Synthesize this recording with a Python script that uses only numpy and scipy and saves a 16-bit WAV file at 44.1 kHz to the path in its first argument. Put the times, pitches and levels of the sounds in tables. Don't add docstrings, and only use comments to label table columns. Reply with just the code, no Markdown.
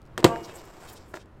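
import sys
import numpy as np
from scipy import signal
from scipy.fft import rfft, irfft, next_fast_len
from scipy.io import wavfile
from scipy.ndimage import uniform_filter1d

SR = 44100
rng = np.random.default_rng(int(sys.argv[2]) if len(sys.argv) > 2 else 0)


def dump(signal):
    limited = np.clip(np.atleast_2d(signal).T, -1, 1)
    pcm = np.round(limited * 32767).astype(np.int16)
    wavfile.write(sys.argv[1], SR, pcm)


N = 61739

# freq_hz, density_db
IMPACT_SPECTRUM = [(100, -16), (600, 2), (1200, -2), (2200, -8.5), (3000, -8.5), (4800, -7.5),
                   (6000, -13.5), (8200, -11), (10000, -26), (13200, -17.5), (16000, -35.5)]


def undb(db):
    return np.exp(np.asarray(db) * np.log(10) / 20)


def unit(x):
    return x / np.sqrt(np.mean(x ** 2))


def since(start_s):
    return np.maximum(np.arange(N) / SR - start_s, 0)


def fade(age_s, t60_s):
    return np.exp(-np.log(1000) * age_s / t60_s)


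def add(out, start_s, sound):
    i = int(np.clip(start_s * SR, 0, N - 1))
    out[i:i + len(sound)] += sound[:N - i]


def butter(x, kind, cutoff_hz):
    return signal.sosfilt(signal.butter(2, cutoff_hz, kind, fs=SR, output="sos"), x)


def colour(x, spectrum):
    freq_hz, gain_db = np.array(spectrum).T
    size = next_fast_len(N, real=True)
    bins_hz = np.maximum(np.fft.rfftfreq(size, 1 / SR), 1)
    gain = undb(np.interp(np.log(bins_hz), np.log(freq_hz), gain_db))
    return unit(irfft(rfft(x, size) * gain, size)[:N])


def walk(rate_hz):
    span = max(int(SR / rate_hz), 1)
    return unit(uniform_filter1d(uniform_filter1d(rng.standard_normal(N), span), span))


def grit(size=N):
    grains_per_s, spread_db = 9000, 2.5
    grains = (rng.random(size) < grains_per_s / SR) * rng.standard_normal(size)
    return grains * undb(spread_db * rng.standard_normal(size))


def ring(modes):
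    age_s = np.arange(int(max(t60_s for _, _, t60_s in modes) * SR)) / SR
    return sum(undb(db) * np.sin(2 * np.pi * hz * age_s) * fade(age_s, t60_s) for hz, db, t60_s in modes)


def snaps(contacts):
    decay_s = 0.0017
    decay = np.exp(-since(0)[:SR // 20] / decay_s)
    envelope = np.zeros(N)
    for start_s, level_db in contacts:
        add(envelope, start_s, undb(level_db) * decay)
    return envelope * colour(rng.standard_normal(N), IMPACT_SPECTRUM)


def air():
    # freq_hz, density_db
    spectrum = [(20, 0.5), (50, 0), (120, -0.5), (230, -8.5), (350, -7), (700, -15.5), (1300, -19),
                (2500, -29.5), (5000, -42), (9000, -47.5), (16000, -53.5)]
    mean_db, swell_db, fall_db_per_s = -49, 1, 1.5
    level_db = mean_db + swell_db * walk(rate_hz=6) - fall_db_per_s * (since(0) - N / SR / 2)
    return colour(rng.standard_normal(N), spectrum) * undb(level_db)


def banks(source):
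    level_db, delay_s = -28.5, 0.018
    age_s = since(delay_s)
    tail = butter(grit(), "lowpass", cutoff_hz=1503) * (age_s > 0) * fade(age_s, t60_s=0.65)
    return undb(level_db) * signal.fftconvolve(source, tail / np.linalg.norm(tail))[:N]


def ticks():
    # start_s, level_db
    contacts = [(.0174, -49.5), (.0283, -60.5), (.0533, -52.5), (.063, -54.5), (.0732, -56.5),
                (1.258, -54.5), (1.371, -67.5)]
    return butter(snaps(contacts), "highpass", cutoff_hz=4000)


def clacks():
    # start_s, ring_db, snap_db, low_modes_db
    blows = [(0.1778, -24, -22, -9.5), (0.1799, -44, -36.5, 10), (0.2286, -38.5, -58, 10.5),
             (0.36, -32, -49, 3), (.496, -42, -54, 6), (1.138, -47.5, -57, 9.5), (1.141, -32, -42.5, 2.5),
             (1.1432, -38, -44, 0), (1.154, -42, -41, -17), (1.172, -36, -57, 1)]
    # freq_hz, level_db, t60_s
    peg_modes = [(373.7, -9, 0.091), (636, -6.5, .07), (727, -16, 0.055), (1004, -1, 0.0094),
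                 (1431, -1, .013), (1657, 4, 0.0083), (3830, -27.5, 0.0077)]
    low_below_hz = 1200
    out = snaps([(start_s, snap_db) for start_s, _, snap_db, _ in blows])
    for start_s, ring_db, _, low_modes_db in blows:
        modes = [(hz, db + low_modes_db * (hz < low_below_hz), t60_s) for hz, db, t60_s in peg_modes]
        add(out, start_s, undb(ring_db) * ring(modes))
    return out


def scuffs():
    # centre_s, sigma_s, level_db, centre_hz, sigma_octaves
    swells = [(.448, 0.01, -48, 4930, 0.38), (0.451, 0.022, -60.5, 11000, 0.73),
              (0.501, 0.021, -52, 2600, 1), (0.559, 0.0085, -48.5, 7300, 0.19),
              (0.568, 0.019, -58, 12300, .3), (0.589, 0.016, -56.5, 4715, 0.4),
              (.655, 0.0055, -59, 8150, 1), (0.845, 0.013, -60.5, 7860, 0.33),
              (0.894, 0.013, -49.5, 4200, 0.69), (0.895, 0.011, -53, 10900, 0.87),
              (0.932, 0.01, -51.5, 10700, 0.96), (0.971, 0.0098, -51, 4480, 0.76),
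              (1.014, 0.022, -64, 4840, 0.32), (1.104, 0.021, -66.5, 9900, .5),
              (1.163, 0.011, -54, 4630, 0.64), (1.213, 0.013, -57.5, 3700, 0.79)]
    # freq_hz, width_hz, boost_db
    resonances = [(2626, 89, 13), (3170, 100, 9), (3730, 60, 10.5), (4030, 46, 3), (5050, 110, 5),
                  (5570, 90, 8.5), (7100, 220, 5), (8320, 120, 12), (12900, 250, 8)]
    size = 8192
    bins_hz = np.maximum(np.fft.rfftfreq(size, 1 / SR), 1)
    offset_s = (np.arange(size) - size / 2) / SR
    steel = undb(sum(db / (1 + (2 * (bins_hz - hz) / width_hz) ** 2) for hz, width_hz, db in resonances))
    out = np.zeros(N)
    for centre_s, sigma_s, level_db, centre_hz, sigma_octaves in swells:
        band = np.exp(-0.5 * (np.log2(bins_hz / centre_hz) / sigma_octaves) ** 2)
        hiss = unit(irfft(rfft(grit(size)) * steel * band))
        envelope = np.exp(-0.5 * (offset_s / sigma_s) ** 2)
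        add(out, centre_s + offset_s[0], undb(level_db) * hiss * envelope)
    return out


def scrape():
    # time_s, level_db
    pressure = [(0.239, -42), (.28, -44.5), (.37, -46.5), (0.421, -51), (.51, -49.5), (.6, -49),
                (.73, -52.5), (.84, -47.5), (.93, -51), (1.0, -56), (1.07, -60.5), (1.13, -59.5),
                (1.16, -44), (1.2, -57.5), (1.26, -87.5)]
    # freq_hz, density_db
    spectrum = [(150, -12), (270, -10.5), (345, 3.5), (430, 2), (750, 0.5), (1450, -5.5), (2200, -11.5),
                (4200, -18.5), (5300, -15.5), (6400, -20.5), (7600, -13.5), (9800, -30.5), (12700, -24),
                (16000, -33)]
    chatter_db, chatter_hz = 1, 72
    level_db = np.interp(since(0), *np.array(pressure).T, left=-120)
    return colour(grit(), spectrum) * undb(level_db + chatter_db * walk(chatter_hz))


def judder():
    # harmonic, level_db, release_at_s, t60_s
    partials = [(1, -12.5, 0.313, 0.27), (2, -6, 0.3, 0.57), (3, 0.5, 0.33, .42), (4, -4, 0.35, 0.26),
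                (5, -2.5, 0.32, 0.11), (6, -17, 0.336, 0.098), (7, -16, .33, .25)]
    pitch_hz, jitter = 229.6, 0.0024
    start_s, rise_s, gain_db, flutter_db = 0.27, 0.033, -30, 1.25
    phase = 2 * np.pi * np.cumsum(pitch_hz * (1 + jitter * walk(rate_hz=160))) / SR
    buzz = sum(undb(level_db) * np.cos(harmonic * phase) * fade(since(release_at_s), t60_s)
               for harmonic, level_db, release_at_s, t60_s in partials)
    onset = np.minimum(since(start_s) / rise_s, 1)
    return buzz * onset * undb(gain_db + flutter_db * walk(rate_hz=147))


def knocks():
    # start_s, thud_db, crack_db, crack_s, rattle_db
    blows = [(0.1825, -32, -30.5, 0.0023, -33), (0.1997, -29, -55, 0.0037, -67.5),
             (0.202, -42.5, -40, .005, -59), (0.231, -32.5, -50, 0.006, -58),
             (0.2429, -9, -6.5, 0.0043, -18.5), (0.2489, -3, -32.5, 0.0033, -31),
             (0.2514, -14.5, -29, 0.0068, -40.5), (0.2673, -28.5, -45.5, 0.0041, -55),
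             (.2707, -26, -39, 0.0017, -48.5)]
    # freq_hz, level_db, t60_s
    frame_modes = [(120.6, -13.5, .16), (136.7, -17.5, 0.22), (168, -17, 0.16), (246, -9.5, .08),
                   (320.4, -12, .07), (360.3, -1, 0.049), (418.6, -10.5, 0.045), (468.6, -9.5, 0.056),
                   (522.8, -18, 0.19), (694.5, -11.5, 0.053), (938, -7.5, .04), (1121, -20, 0.038),
                   (1882, -17, 0.028), (2682, -20, 0.034)]
    # freq_hz, level_db, t60_s
    tube_modes = [(2873, -50.5, 0.95), (2019, -62, .9), (2230, -55, 1.4), (2440, -55, .6)]
    # freq_hz, density_db
    rattle_spectrum = [(40, -7), (110, 6), (250, 3.5), (400, 11), (1000, 3), (2200, -6), (3500, -8.5),
                       (6000, -19), (8200, -12.5), (10000, -27), (13000, -28.5), (16000, -32.5)]
    crack_rise_s, rattle_rise_s, roughness = 0.001, 0.00296, 0.22
    crack_age_s, rattle_age_s = since(0)[:SR // 20], since(0)[:SR // 2]
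    crack_onset = 1 - np.exp(-crack_age_s / crack_rise_s)
    shake = (1 - np.exp(-rattle_age_s / rattle_rise_s)) * fade(rattle_age_s, t60_s=0.14)
    thud = ring(frame_modes)
    ringing, crack_envelope, rattle_envelope = np.zeros((3, N))
    add(ringing, start_s=0.32, sound=ring(tube_modes))
    for start_s, thud_db, crack_db, crack_s, rattle_db in blows:
        burst = crack_onset * np.exp(-(crack_age_s / crack_s) ** 2)
        add(ringing, start_s, undb(thud_db) * thud)
        add(crack_envelope, start_s, undb(crack_db) * burst)
        add(rattle_envelope, start_s, undb(rattle_db) * shake)
    rough_noise = rng.standard_normal(N) * np.exp(roughness * walk(rate_hz=600))
    crack = crack_envelope * colour(rng.standard_normal(N), IMPACT_SPECTRUM)
    rattle = rattle_envelope * colour(rough_noise, rattle_spectrum)
    return ringing + crack + rattle


def scene():
    bicycle = knocks() + clacks() + ticks() + judder() + scrape() + scuffs()
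    bicycle = butter(bicycle, "highpass", cutoff_hz=136)
    return (bicycle + banks(bicycle) + air())[None]


def record(dry):
    cutoff_hz = 15900
    lowpass = signal.ellip(8, 0.2, 70, cutoff_hz, fs=SR, output="sos")
    return signal.sosfilt(lowpass, np.clip(dry, -1, 1))


dry = scene()
out = record(dry)
dump(out)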